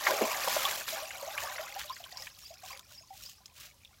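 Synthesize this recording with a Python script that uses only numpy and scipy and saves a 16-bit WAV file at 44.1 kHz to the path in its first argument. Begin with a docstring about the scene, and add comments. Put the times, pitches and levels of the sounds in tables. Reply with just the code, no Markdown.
"""A shallow pond outdoors, one microphone close to a horse standing in the water.
A person scoops water over its flank and rubs the wet coat by hand. The splashes slap and spray,
then the run-off trickles back, ringing as bubbles, and thins out into single plops and drips.
Far off a small bird twitters, over a faint outdoor rumble."""
import sys
import numpy as np
from scipy import signal
from scipy.fft import rfft, irfft
from scipy.io import wavfile

SR = 44100
rng = np.random.default_rng(int(sys.argv[2]) if len(sys.argv) > 2 else 0)


def generate_wav(sig):
    """Save sig (samples, or channels by samples) to the path in sys.argv[1] as 16-bit PCM at SR."""
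    pcm = np.round(np.clip(np.atleast_2d(sig).T, -1, 1) * 32767).astype(np.int16)
    wavfile.write(sys.argv[1], SR, pcm)


N = 4 * SR


def amp(db):
    """Decibels to gain."""
    return 10 ** (np.asarray(db) / 20)


def unit(x):
    """Scales to rms 1."""
    return x / np.sqrt(np.mean(x ** 2) + 1e-20)


def add(mix, start_s, sound):
    """Mixes a sound in at a time."""
    part = mix[max(round(start_s * SR), 0):][:len(sound)]
    part += sound[:len(part)]


def band(x, lo_hz, hi_hz):
    """One broad resonance between two edges."""
    return signal.sosfilt(signal.butter(2, [lo_hz, hi_hz], "band", fs=SR, output="sos"), x)


def colour(x, spectrum):
    """Shapes a sound with a causal filter drawn through (Hz, dB) points; rms 1."""
    hz, db = np.transpose(spectrum)
    bin_hz = abs(np.fft.fftfreq(4096, 1 / SR)) + 1
    log_gain = np.interp(np.log(bin_hz), np.log(hz), db) * np.log(10) / 20
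    minimum_phase = np.exp(np.conj(signal.hilbert(log_gain)))
    taps = np.fft.ifft(minimum_phase).real[:2048]
    return unit(signal.oaconvolve(x, taps)[:len(x)])


def wander(hz):
    """Random drift, mostly slower than hz; rms 1."""
    rolloff = np.exp(-(np.fft.rfftfreq(N, 1 / SR) / hz) ** 2)
    return unit(irfft(rfft(rng.standard_normal(N)) * rolloff, N))


def impacts(per_s, spread_db):
    """Random clicks of uneven size, with the same mean power at any rate."""
    chance = per_s / SR
    size = amp(spread_db * np.minimum(rng.exponential(1, N), 3.5))
    return size * rng.choice([-1, 1], N) * (rng.random(N) < chance) / np.sqrt(chance)


def air(level_db=-64):
    """The bed of the place: low outdoor rumble and quiet hiss."""
    # Each row: frequency in Hz, relative level in dB.
    spectrum = [(25, -18.5), (45, 0.5), (80, 6.5), (300, -13), (1500, -20), (5000, -12.5), (9000, -20)]
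    return amp(level_db) * colour(rng.standard_normal(N), spectrum)


def bird(warble_depth=.011):
    """A distant bird repeats a thin warbling phrase of dips and upward sweeps, never quite alike."""
    # Each row: time of the phrase in seconds, level in dB.
    phrases = [(1.922, -45.5), (2.191, -43.5), (2.451, -46), (2.713, -45.5), (2.975, -46.5), (3.253, -45)]
    # Each row: offset and length in seconds, first and last pitch in Hz, level within the phrase in dB.
    notes = [(-.035, .032, 5600, 5250, -6), (-.003, .028, 4600, 5700, 0), (.028, .035, 6450, 6900, -12),
             (.11, .035, 4800, 6500, -15)]
    out = np.zeros(N)
    warble = 1 + warble_depth * wander(hz=393)
    for phrase_s, db in phrases:
        for offset, length, first_hz, last_hz, note_db in notes:
            start = phrase_s + offset
            progress = np.arange(0, 1, 1 / (length * SR))
            accent, bend = rng.uniform(-1.16, 1, 2)
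            sweep_hz = first_hz + (last_hz - first_hz) * progress ** (2 + bend)
            hz = sweep_hz * warble[round(start * SR):][:len(progress)]
            envelope = amp(db + note_db + 2 * accent) * np.sin(np.pi * progress)
            add(out, start, envelope * np.sin(2 * np.pi * np.cumsum(hz) / SR))
    return out


def rubs(scrape_hz=2100, scrape_width=1.7, flutter_db=3, flank_db=-14):
    """The palm sweeps the wet hair: a crackling swish, a stick-slip scrape, a soft flank rumble."""
    # Each row: loudest moment and half length in seconds, swish level and scrape level in dB.
    strokes = [(1.426, .03, -44, -50.5), (1.812, 0.021, -45.5, -43), (2.237, 0.04, -50.5, -61),
               (2.427, 0.063, -55, -87), (2.696, 0.04, -51, -61), (2.935, 0.039, -56.5, -69),
               (3.227, 0.069, -51, -67), (3.628, 0.043, -50.5, -56.5)]
    # The coat's swish at the microphone. Each row: frequency in Hz, relative level in dB.
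    spectrum = [(250, -23), (1200, -35), (2700, -9.5), (7300, -10), (8800, -18), (15000, -14)]
    t = np.arange(N) / SR
    power = np.zeros((2, N))
    for peak_s, half_s, swish_db, scrape_db in strokes:
        power += amp([[swish_db], [scrape_db]]) ** 2 * np.exp(-((t - peak_s) / half_s) ** 2)
    press, drag = np.sqrt(power)
    hairs = colour(impacts(per_s=1800, spread_db=2.5) + rng.standard_normal(N), spectrum)
    slips = impacts(per_s=400, spread_db=.5)
    scrape = unit(band(slips, scrape_hz / scrape_width, scrape_hz * scrape_width))
    flank = unit(band(rng.standard_normal(N), lo_hz=59, hi_hz=113))
    flutter = amp(flutter_db * wander(hz=136))
    return press * (hairs * flutter + amp(flank_db) * flank) + drag * scrape


def tick(decay_s=.0022):
    """The crisp burst of one drop breaking up."""
    # Each row: frequency in Hz, relative level in dB.
    spectrum = [(500, -12.5), (4000, 1), (9000, -7.5), (13000, -9)]
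    t = np.arange(SR // 20) / SR
    return colour(rng.standard_normal(len(t)), spectrum) * np.exp(-t / decay_s)


def spatter():
    """Drops and wet fingers click without trapping a bubble."""
    # Each row: start in seconds, level in dB.
    clicks = [(0.109, -24), (.484, -28), (.712, -25), (1.861, -45), (2.675, -53), (2.774, -40.5),
              (2.794, -38.5), (3.208, -49)]
    out = np.zeros(N)
    for start, db in clicks:
        add(out, start, amp(db) * tick())
    return out


def bubble(hz, cycles, rise=.075):
    """A sine that dies by 1/e in the given cycles and rises as the bubble nears the surface."""
    age = np.arange(0, 2 * np.pi, hz / cycles / SR)  # in decay times
    phase = 2 * np.pi * cycles * (age + rise * age * (age / 2 - 1))
    return np.sin(phase) * np.exp(-age) * (1 - np.exp(-age * cycles))


def drips(tick_db=-14, main_db=-1.5, lesser_db=-6, scatter_s=.0061):
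    """A drop ticks on the surface and rings a cluster of tiny bubbles."""
    # Each row: start in seconds, relative level in dB, pitch in Hz.
    drops = [(.344, -25.5, 2070), (.652, -16.5, 3440), (1.106, -28.5, 2130), (1.378, -20, 2370),
             (1.679, -34.5, 2040), (1.896, -31, 3750), (1.965, -36.5, 2000), (2.04, -30, 3240),
             (2.124, -32.5, 4750), (2.172, -27, 5030), (2.222, -26, 5340), (2.27, -31, 2460),
             (2.54, -37, 5950), (2.729, -35, 2240), (3.458, -32, 5230), (3.849, -38, 3680)]
    out = np.zeros(N)
    for start, db, hz in drops:
        add(out, start, amp(db + tick_db) * tick())
        add(out, start, amp(db + main_db) * bubble(hz, cycles=7.8))
        for late, pitch in rng.random((3, 2)):
            lesser = bubble(hz * 2 ** (pitch - .5), cycles=4.8)
            add(out, start + scatter_s * late, amp(db + lesser_db) * lesser)
    return out


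def plops(main_db=1.5, lesser_db=-8.5, swell_s=.0045, gurgle_s=.04):
    """Run-off plunges into the pond: one big bubble swells and lesser ones gurgle on after it."""
    # Each row: start in seconds, relative level in dB, pitch in Hz.
    plunges = [(0.653, -23.5, 1114), (0.925, -32, 655), (1.02, -37, 632), (1.225, -34.5, 572),
               (1.276, -32, 700), (1.591, -32.5, 640), (1.759, -33.5, 795), (1.845, -47, 603.5),
               (1.897, -30, 1040), (2.0, -41.5, 699), (2.123, -44, 724), (2.504, -41.5, 678),
               (2.632, -41.5, 743), (2.701, -41.5, 1068), (3.104, -42, 772)]
    out = np.zeros(N)
    for start, db, hz in plunges:
        ring = bubble(hz, cycles=11.74, rise=.054 * rng.random())
        swell = np.minimum(np.arange(len(ring)) / SR / swell_s, 1)
        add(out, start, amp(db + main_db) * ring * swell)
        for late, pitch, glide in rng.random((4, 3)):
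            lesser = bubble(hz * 2 ** (.5 * pitch - .15), cycles=5.5, rise=.057 * (glide - .5))
            add(out, start + gurgle_s * late, amp(db + lesser_db) * lesser)
    return out


def slaps(attack_s=.0025, cavity_width=1.35):
    """Each mass of water lands and opens a cavity that booms briefly."""
    # Each row: start in seconds, level in dB, cavity pitch in Hz, decay in seconds.
    landings = [(.066, -16, 1430, 0.0074), (.08, -31.5, 515, 0.058), (.208, -24.5, 545, 0.027),
                (.218, -29.5, 315, 0.02), (.474, -22, 710, 0.0057), (0.564, -23.5, 613, 0.0027),
                (0.879, -28.5, 1620, 0.0029), (1.58, -33.5, 1490, 0.0098)]
    out, t = np.zeros(N), np.arange(N) / SR
    for start, db, hz, decay_s in landings:
        boom = unit(band(rng.standard_normal(N), hz / cavity_width, hz * cavity_width))
        envelope = np.minimum(t / attack_s, 1) * np.exp(-np.maximum(t - attack_s, 0) / decay_s)
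        add(out, start, amp(db) * boom * envelope)
    return out


def swarm(strength, lo_hz, hi_hz, per_s, cycles, spread_db, sizes=48, thinning=.55):
    """Many bubbles of mixed sizes, fewer as the flow's strength falls from 1; rms 1."""
    rate = per_s / sizes * strength ** thinning
    out = np.zeros(N)
    for k, (detune, sustain, glide) in enumerate(rng.random((sizes, 3))):
        hz = lo_hz * (hi_hz / lo_hz) ** ((k + detune) / sizes)
        ring = bubble(hz, cycles * (.5 + sustain), rise=.057 * (glide - .3))
        out += signal.oaconvolve(impacts(rate, spread_db), ring / np.linalg.norm(ring))[:N]
    return unit(out)


def falling_water(patter_db=2.5, fizz_db=-3.5, mist_fade=.33):
    """Spray patters on the pond in clumps, bursts into droplets and traps bubbles of all sizes."""
    # Each row: time in seconds, relative levels of the spray and of the gurgling in dB.
    flow = [(0, -43.5, -48.5), (.09, -40.5, -31.5), (0.36, -42.5, -36.5), (.53, -38, -39.5),
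            (.68, -39.5, -38), (.81, -43.5, -47), (0.864, -52, -55), (0.883, -40, -72), (.97, -45, -45),
            (1.129, -50.5, -49.5), (1.44, -47.5, -40.5), (1.61, -50.5, -47.5), (1.72, -50.5, -50),
            (1.96, -54.5, -68.5), (2.25, -57, -54), (2.35, -63, -69), (2.58, -61.5, -74),
            (2.721, -54.5, -49.5), (2.85, -70, -65.5), (4, -70, -72)]
    # The fine spray as heard through the microphone, which dips near 9 kHz.
    # Each row: frequency in Hz, relative level in dB.
    spectrum = [(130, -9.5), (450, -2), (2500, 3), (7300, 1.5), (8800, -13), (11500, 0.5), (16000, -4)]
    times, spray_db, gurgle_db = np.transpose(flow)
    t = np.arange(N) / SR
    spray = amp(np.interp(t, times, spray_db))
    gurgle = amp(np.interp(t, times, gurgle_db))
    strength = spray / spray.max()
    patter = amp(patter_db) * colour(impacts(per_s=3500 * strength ** .5, spread_db=2.5), spectrum)
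    fizz = amp(fizz_db) * colour(rng.standard_normal(N), spectrum)
    droplets = amp(-7) * swarm(strength, lo_hz=6730, hi_hz=15000, per_s=290, cycles=4.9, spread_db=.5)
    tiny = amp(-1.5) * swarm(strength, lo_hz=2260, hi_hz=7160, per_s=520, cycles=7.4, spread_db=2.5)
    small = amp(-2) * swarm(strength, lo_hz=1007, hi_hz=2744, per_s=830, cycles=7.6, spread_db=5)
    large = amp(-4) * swarm(strength, lo_hz=535, hi_hz=1247, per_s=600, cycles=10.5, spread_db=3.5)
    clumps = unit(amp(2 * wander(hz=110)))
    mist = (patter + fizz) * clumps * strength ** mist_fade  # dies away sooner than the single drops
    return (mist + droplets + tiny) * spray + small * np.sqrt(spray * gurgle) + large * gurgle


def echoes(x, wet_db, t60_s):
    """Adds weak scattered echoes from the water, the horse and the banks."""
    t = np.arange(SR // 2) / SR
    reflections = rng.standard_normal(len(t)) * (rng.random(len(t)) < .05)
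    tail = reflections * amp(-60 * t / t60_s) * (t > .003)
    return x + amp(wet_db) * signal.oaconvolve(x, tail / np.linalg.norm(tail))[:N]


def scene():
    """Water and hand close to the microphone and nearly dry, the bird far off with more echo; mono."""
    splashing = falling_water() + slaps() + plops() + drips() + spatter()
    near = echoes(splashing + rubs(), wet_db=-12.5, t60_s=.066)
    far = echoes(bird(), wet_db=-7, t60_s=.25)
    return (near + far + air())[None]


def record(dry):
    """The recorder cuts the treble above 16 kHz."""
    lowpass = signal.firwin(511, 16000, window=("kaiser", 9), fs=SR)
    return signal.oaconvolve(dry, lowpass[None], "same")


dry = scene()
out = record(dry)
generate_wav(out)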